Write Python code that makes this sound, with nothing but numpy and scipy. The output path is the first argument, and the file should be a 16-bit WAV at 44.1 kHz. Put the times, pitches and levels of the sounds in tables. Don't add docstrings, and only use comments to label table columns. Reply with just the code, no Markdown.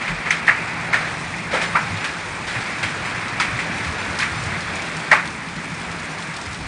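import sys
import numpy as np
from scipy import signal
from scipy.fft import rfft, irfft, next_fast_len
from scipy.io import wavfile
from scipy.ndimage import uniform_filter1d

SR = 44100
rng = np.random.default_rng(int(sys.argv[2]) if len(sys.argv) > 2 else 0)


def ratio(d):
    e = np.asarray(d, float) / 20
    return 10 ** e


def bounce(signal):
    frames = np.transpose(np.atleast_2d(signal))
    limited = np.clip(frames, -1, 1)
    pcm = np.round(limited * 32767).astype(np.int16)
    wavfile.write(sys.argv[1], SR, pcm)


N = 294147


def evened(x):
    return x / np.sqrt(np.mean(x ** 2) + 1e-20)


def read(points, hz):
    f, value = np.transpose(points)
    return np.interp(np.log(hz + 1), np.log(f + 1), value)


def over_time(table):
    s, *columns = np.transpose(table)
    return [np.interp(np.arange(N) / SR, s, column) for column in columns]


def filtered(x, points):
    size = next_fast_len(x.shape[-1])
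    gain = ratio(read(points, np.fft.rfftfreq(size, 1 / SR)))
    return irfft(rfft(x, size) * gain, size)[..., :x.shape[-1]]


def coloured(x, points):
    return evened(filtered(x, points))


def resonate(x, hz, width):
    r = np.exp(-np.pi * width / SR)
    return signal.lfilter([1, 0, -1], [1, -2 * r * np.cos(2 * np.pi * hz / SR), r * r], x)


def layer(events):
    track = np.zeros(N)
    for s, sound in events:
        part = track[round(s * SR):][:len(sound)]
        part += sound[:len(part)]
    return track


def patchy(points, size, patchy_db, flicker_db):
    hop = size // 4
    frames, hz = N // hop + 5, np.fft.rfftfreq(size, 1 / SR)
    a, b, patches = rng.standard_normal((frames, len(hz), 3)).T
    patches = uniform_filter1d(patches, size=8, axis=0)
    patches = evened(uniform_filter1d(patches, size=24, axis=1))
    flicker = evened(uniform_filter1d(rng.standard_normal(frames), size=6))
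    level_db = patchy_db * patches + flicker_db * flicker
    z = (a + 1j * b) * ratio(read(points, hz)[:, None] + level_db)
    return evened(signal.istft(z, nperseg=size, noverlap=size - hop)[1][:N])


def drops(per_s, spread_db, t60):
    size = ratio(spread_db * np.minimum(rng.exponential(1, N), 5))
    size = size * (rng.random(N) < per_s / SR)
    t = np.arange(3000) / SR
    power = signal.oaconvolve(size ** 2, ratio(-120 * t / t60))[:N]
    return evened(np.sqrt(abs(power)) * rng.standard_normal(N))


FIZZ_DB, HISS_DB = -40.5, -45
USUAL_POUR_DB = -28.5
FIZZ_FOLLOWS, HISS_FOLLOWS = 0.75, 0.2
FIZZ_NEAR, HISS_NEAR = 0.8, 1.2
# (time [s], strength [dB], closeness of the spray [dB])
POUR_RIDE = [(0.0, -28.5, -1.5), (0.95, -26.5, -0.5), (1.32, -30, 2), (1.56, -29.5, -1.5),
             (1.71, -28.5, 1.5), (1.82, -28, 2), (2.47, -29, 0.5), (2.73, -27.5, 2), (3.36, -27, 0.0),
             (3.66, -26, 1.5), (4.18, -26.5, 2.5), (5.11, -28.5, 1.5), (5.24, -31.5, -1),
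             (5.48, -31.5, 0.5), (5.98, -30, 0.5), (6.67, -32.5, 1.5)]
# (frequency [Hz], level [dB per Hz])
WASH_SPECTRUM = [(180, -23.5), (300, -4), (450, -5.5), (650, -3), (900, -0.5), (1500, 0.5), (2000, 1),
                 (2400, 0.5), (2650, -5), (2850, -10.5), (3300, -24.5), (4300, -47), (7000, -100)]
# (frequency [Hz], level [dB per Hz])
FIZZ_SPECTRUM = [(1500, -10), (2700, 1), (3300, 6.5), (4500, 3), (5500, -5), (7000, -12), (9000, -38)]
# (frequency [Hz], level [dB per Hz])
HISS_SPECTRUM = [(3000, -43), (5000, 5), (6500, 2.5), (8000, 2), (9400, 1.5), (10000, -7), (10700, -53)]


def downpour():
    wash_db, close_db = over_time(POUR_RIDE)
    change_db = wash_db - USUAL_POUR_DB
    fizz_db = FIZZ_DB + FIZZ_FOLLOWS * change_db + FIZZ_NEAR * close_db
    hiss_db = HISS_DB + HISS_FOLLOWS * change_db + HISS_NEAR * close_db
    near = drops(per_s=400, spread_db=1.0, t60=0.04)
    wash = patchy(WASH_SPECTRUM, size=512, patchy_db=1.0, flicker_db=0.17)
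    wash = evened(wash + ratio(-14.5) * coloured(near, WASH_SPECTRUM))
    fizz = patchy(FIZZ_SPECTRUM, size=256, patchy_db=0.0, flicker_db=1.06)
    fizz = evened(fizz + ratio(-16.5) * coloured(near, FIZZ_SPECTRUM))
    hiss = patchy(HISS_SPECTRUM, size=256, patchy_db=2.6, flicker_db=0.4)
    hiss = evened(hiss + coloured(near, HISS_SPECTRUM))
    return ratio(wash_db + 0.07) * wash + ratio(fizz_db) * fizz + ratio(hiss_db) * hiss


YARD_DB, YARD_LONGER = -15.5, 3.1
# (frequency [Hz], level [dB per Hz])
SPRAY_SPECTRUM = [(2000, -8), (3000, 7), (4500, 2.5), (6000, -3.5), (9300, -7.5), (10000, -14),
                  (10700, -41)]


def splash(db, hz, low_db, spray_db, t60, rise, weight):
    t = np.arange(SR // 2) / SR
    a, b, c = rng.standard_normal((len(t), 3)).T
    yard = ratio(YARD_DB + 60 * t / t60 * (1 - 1 / YARD_LONGER))
    swell = (1 - np.exp(-(t / rise) ** 2)) * (1 + yard)
    fade = ratio(-60 * t / t60)
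    body = evened(resonate(coloured(a, WASH_SPECTRUM), hz, width=1400)) * fade
    low = ratio(low_db - 0.5) * coloured(b, weight) * fade
    spray = ratio(spray_db) * coloured(c, SPRAY_SPECTRUM) * ratio(-60 * t / (0.98 * t60))
    return ratio(db - 7.5) * swell * (body + low + spray)


# (time [s], peak [dB], ring [Hz], low weight [dB], spray [dB])
SLAP_EVENTS = [(0.077, -14, 2110, -18, -12.5), (.267, -18, 1690, -30, -25), (.306, -10, 1990, -19, -8),
               (.48, -4, 1710, -29, -20), (.928, -12, 1770, -5.5, -10), (.94, -11.5, 1750, -7.5, -10.5),
               (1.337, -20, 2230, -14, -23), (1.753, -9, 1370, -2.5, -17), (2.041, -16.5, 1440, -8.5, -4),
               (2.828, -13.5, 2260, -19, -6), (3.399, -9, 1900, -23.5, -6.5), (3.59, -15, 2070, -26, -9.5),
               (3.844, -22, 2300, -21, -6), (4.198, -16.5, 1810, -23, -3), (4.219, -12, 1900, -25, -17),
               (5.114, -2, 1700, -14, -14), (5.127, -11.5, 1510, 4, -21)]
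# (frequency [Hz], level [dB per Hz])
SLAP_WEIGHT = [(200, -15), (450, -7.5), (600, 5), (1000, 5), (1500, 14.5), (2500, -28.5)]


def slaps():
    return layer((s, splash(db, hz, low_db, spray_db, t60=0.24, rise=0.0015, weight=SLAP_WEIGHT))
                 for s, db, hz, low_db, spray_db in SLAP_EVENTS)


# (time [s], peak [dB], low weight [dB], spray [dB], t60 [s])
SPILL_EVENTS = [(.005, -18.5, -12, -10, 0.57), (.252, -12, -13, -13.5, .19), (.462, -14, -42, -5.5, 0.16),
                (1.0, -18, -31, -12.5, 0.59), (1.505, -18, -5, -6.5, 0.39), (1.527, -12.5, 1, -7, 0.38),
                (1.561, -18, -13, -17, .53), (1.607, -13, -5.5, -4, 0.25), (2.0, -19.5, -13, -10, 0.19),
                (2.462, -22, -9.5, -2.5, 0.7), (2.54, -17.5, -13, -17, .4), (2.6, -27, -21, 0.5, 0.2),
                (3.041, -21, -11, -6.5, 0.58), (4.19, -21.5, -32, -2, 0.2)]
# (frequency [Hz], level [dB per Hz])
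SPILL_WEIGHT = [(150, -20), (260, -5), (600, 3.5), (1000, -3), (1500, 2), (2500, -43)]


def spills():
    return layer((s, splash(db, 1980, low_db, spray_db, t60, rise=0.009, weight=SPILL_WEIGHT))
                 for s, db, low_db, spray_db, t60 in SPILL_EVENTS)


def ring(db, hz, cycles):
    t = np.arange(SR // 8) / SR
    rise = cycles / hz
    return ratio(db) * np.sin(2 * np.pi * hz * t) * (t / rise) * np.exp(1 - t / rise)


# (time [s], peak [dB], pitch [Hz])
RING_EVENTS = [(.3055, -9, 1980), (.3062, -13.5, 6040), (.308, -8.5, 2190), (.4795, -3, 1840),
               (.485, -3, 2040), (.493, -2.5, 1740), (.4975, -5.5, 1950), (.934, -8.5, 2200),
               (.942, -8, 1860), (.949, -18, 1380), (1.545, -20, 880), (1.565, -33, 702),
               (1.7495, -12, 1206), (1.755, -7, 1350), (1.767, -13, 1000), (2.829, -26, 2140),
               (2.836, -21, 2410), (3.399, -16.5, 5000), (3.399, -14, 1385), (3.4, -18, 3430),
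               (3.401, -18, 2200), (3.405, -14.5, 1290), (3.589, -15, 1960), (4.188, -20, 5000),
               (4.197, -16, 1570), (5.1135, -5, 1840), (5.118, -16.5, 630), (5.12, -5, 1913),
               (5.128, -5, 1990), (5.13, -11, 870)]


def water_rings():
    return layer((s, ring(db, hz, cycles=3.23)) for s, db, hz in RING_EVENTS)


def tick(db, hz, t60=0.17):
    t = np.arange(SR // 8) / SR
    a, b = rng.standard_normal((len(t), 2)).T
    crack = evened(resonate(a, hz, width=2700)) * ratio(-60 * t / 0.036)
    tail = ratio(-8) * coloured(b, SPRAY_SPECTRUM) * ratio(-60 * t / t60)
    return ratio(db - 12) * np.minimum(t / 0.0015, 1) * (crack + tail)


# (time [s], peak [dB], pitch [Hz])
TICK_EVENTS = [(0.3082, -14, 5630), (.365, -21, 3770), (0.6777, -21, 3600), (2.784, -22, 3800),
               (3.2816, -18, 4410), (3.396, -19, 3870), (3.7818, -18, 3630), (3.846, -20, 4830),
               (4.1879, -9, 5050), (4.2314, -14.5, 4180), (4.436, -16, 5370), (4.6053, -16, 4340),
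               (4.755, -17, 5380), (4.8198, -17, 5220), (4.852, -25, 5210), (4.9665, -16, 4510),
               (5.044, -23, 4640), (5.2545, -19, 4450), (5.3022, -22, 4590), (5.7971, -23, 3680),
               (5.9139, -17.5, 3680), (5.9967, -21, 4130), (6.1844, -19.5, 3810), (6.2214, -20, 3740),
               (6.3395, -18.5, 4090), (6.3662, -16.5, 4900), (6.4133, -17, 4260), (6.4597, -19, 4620),
               (6.5289, -19.5, 4740), (6.5444, -19, 4280)]


def ticks():
    return layer((s, tick(db, hz)) for s, db, hz in TICK_EVENTS)


# (time [s], peak [dB], pitch [Hz])
THUD_EVENTS = [(.085, -29.5, 42), (0.096, -20, 156), (.119, -19, 160), (0.268, -27, 157),
               (.977, -28.5, 156), (1.477, -46, 103), (1.902, -19.5, 93.3), (1.943, -21, 100),
               (2.56, -21, 121), (2.834, -23.5, 111), (3.132, -34, 124), (3.527, -19, 121),
               (3.692, -21, 224), (3.858, -23, 80), (4.1, -26.5, 90), (4.437, -32.5, 102),
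               (4.568, -22, 163), (5.109, -29, 173), (5.719, -27, 167), (6.467, -29.5, 80)]


def thuds():
    return layer((s, ring(db - 4, hz, cycles=1.46)) for s, db, hz in THUD_EVENTS)


def struck(blows, modes):
    return evened(sum(ratio(db) * evened(resonate(blows, hz, width)) for hz, width, db in modes))


GROUP_DB = -3.5
UPPER_LEAN, LOWER_LEAN = -0.3, -0.6
# (time [s], drumming [dB], lean towards the main mode [dB])
ROOF_RIDE = [(0.0, -38, 5.5), (0.15, -37.5, 0.0), (0.33, -36.5, 2), (0.89, -36.5, 3.5), (1.54, -35.5, 1),
             (1.65, -36.5, 4), (2.13, -36.5, 2), (2.4, -38, -2.5), (2.79, -35, -2), (3.42, -34, -0.5),
             (3.73, -33.5, -0.5), (3.81, -34, -3), (5.39, -36, 2), (5.85, -36, 0.0), (6.32, -37.5, 5.5),
             (6.67, -36, -6.5)]
# (frequency [Hz], width [Hz], level [dB])
MAIN_ROOF_MODE = [(162.7, 15, 0)]
UPPER_ROOF_MODES = [(220.4, 3.3, -7), (283, 25, -7.5)]
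LOWER_ROOF_MODES = [(44, 10, -18), (80, 22, 3), (121, 9.4, 7.5)]
# (frequency [Hz], level [dB per Hz])
BOOM_SPECTRUM = [(90, -33), (140, 0.5), (190, 6), (280, 1.5), (400, -13), (700, -36)]
# (frequency [Hz], level [dB per Hz])
RUMBLE_SPECTRUM = [(15, -47), (32, -19), (42, -9.5), (75, 4.5), (125, 5.5), (160, -8), (250, -43.5)]


def roof():
    drum_db, lean_db = over_time(ROOF_RIDE)
    blows = drops(per_s=300, spread_db=3.0, t60=0.053)
    main = struck(blows, MAIN_ROOF_MODE)
    boom = patchy(BOOM_SPECTRUM, size=2048, patchy_db=0.8, flicker_db=1.1)
    upper = evened(boom + ratio(-6.5) * struck(blows, UPPER_ROOF_MODES))
    rumble = patchy(RUMBLE_SPECTRUM, size=2048, patchy_db=3.0, flicker_db=1.0)
    lower = evened(rumble + ratio(-6) * struck(blows, LOWER_ROOF_MODES))
    modes = ratio(lean_db) * main + ratio(UPPER_LEAN * lean_db) * upper + ratio(LOWER_LEAN * lean_db) * lower
    return ratio(drum_db + GROUP_DB) * modes


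def patter():
    return ratio(-50) * coloured(drops(per_s=30, spread_db=4.0, t60=0.038), SPRAY_SPECTRUM)


def scene():
    mix = downpour() + slaps() + spills() + water_rings() + ticks() + thuds() + roof() + patter()
    return np.array([mix, mix])


# (time [s], level [dB], from [Hz], to [Hz])
SIDE_EVENTS = [
    (1.68, -46, 5500, 8500),
    (2.025, -49, 6200, 7700),
    (2.025, -58, 8900, 10500),
    (3.07, -48, 5140, 6500),
    (3.07, -51, 8140, 10500),
    (3.187, -54, 5100, 6500),
    (4.0, -48, 5130, 7100),
    (4.392, -45, 5500, 8500),
    (5.88, -56, 6700, 9100),
    (6.135, -52, 6700, 10500),
]


def side_noise():
    size = 2048
    swell = np.sin(np.pi * np.arange(size) / size)
    events = []
    for s, db, from_hz, to_hz in SIDE_EVENTS:
        band = [(from_hz - 60, -60), (from_hz, 0), (to_hz, 0), (to_hz + 60, -60)]
        noise = coloured(rng.standard_normal(size), band)
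        events.append((s - size / 2 / SR, ratio(db) * noise * swell))
    return layer(events)


# (frequency [Hz], level [dB])
MIC_RESPONSE = [(10, -25), (25, -3.5), (40, 0), (10300, -0.5), (10450, -19), (10550, -22), (10700, -21.5),
                (10780, -46), (22050, -100)]


def microphone(dry):
    knee, room = 0.78, 0.17
    over = np.maximum(abs(dry) - knee, 0)
    soft = dry - np.sign(dry) * (over - room * np.tanh(over / room))
    return filtered(soft, MIC_RESPONSE)


def top_cut(x):
    return signal.sosfilt(signal.butter(12, 10770, fs=SR, output="sos"), x)


def record(dry):
    mix = microphone(dry) + side_noise() * [[1], [-1]]
    return top_cut(mix)


dry = scene()
out = record(dry)
bounce(out)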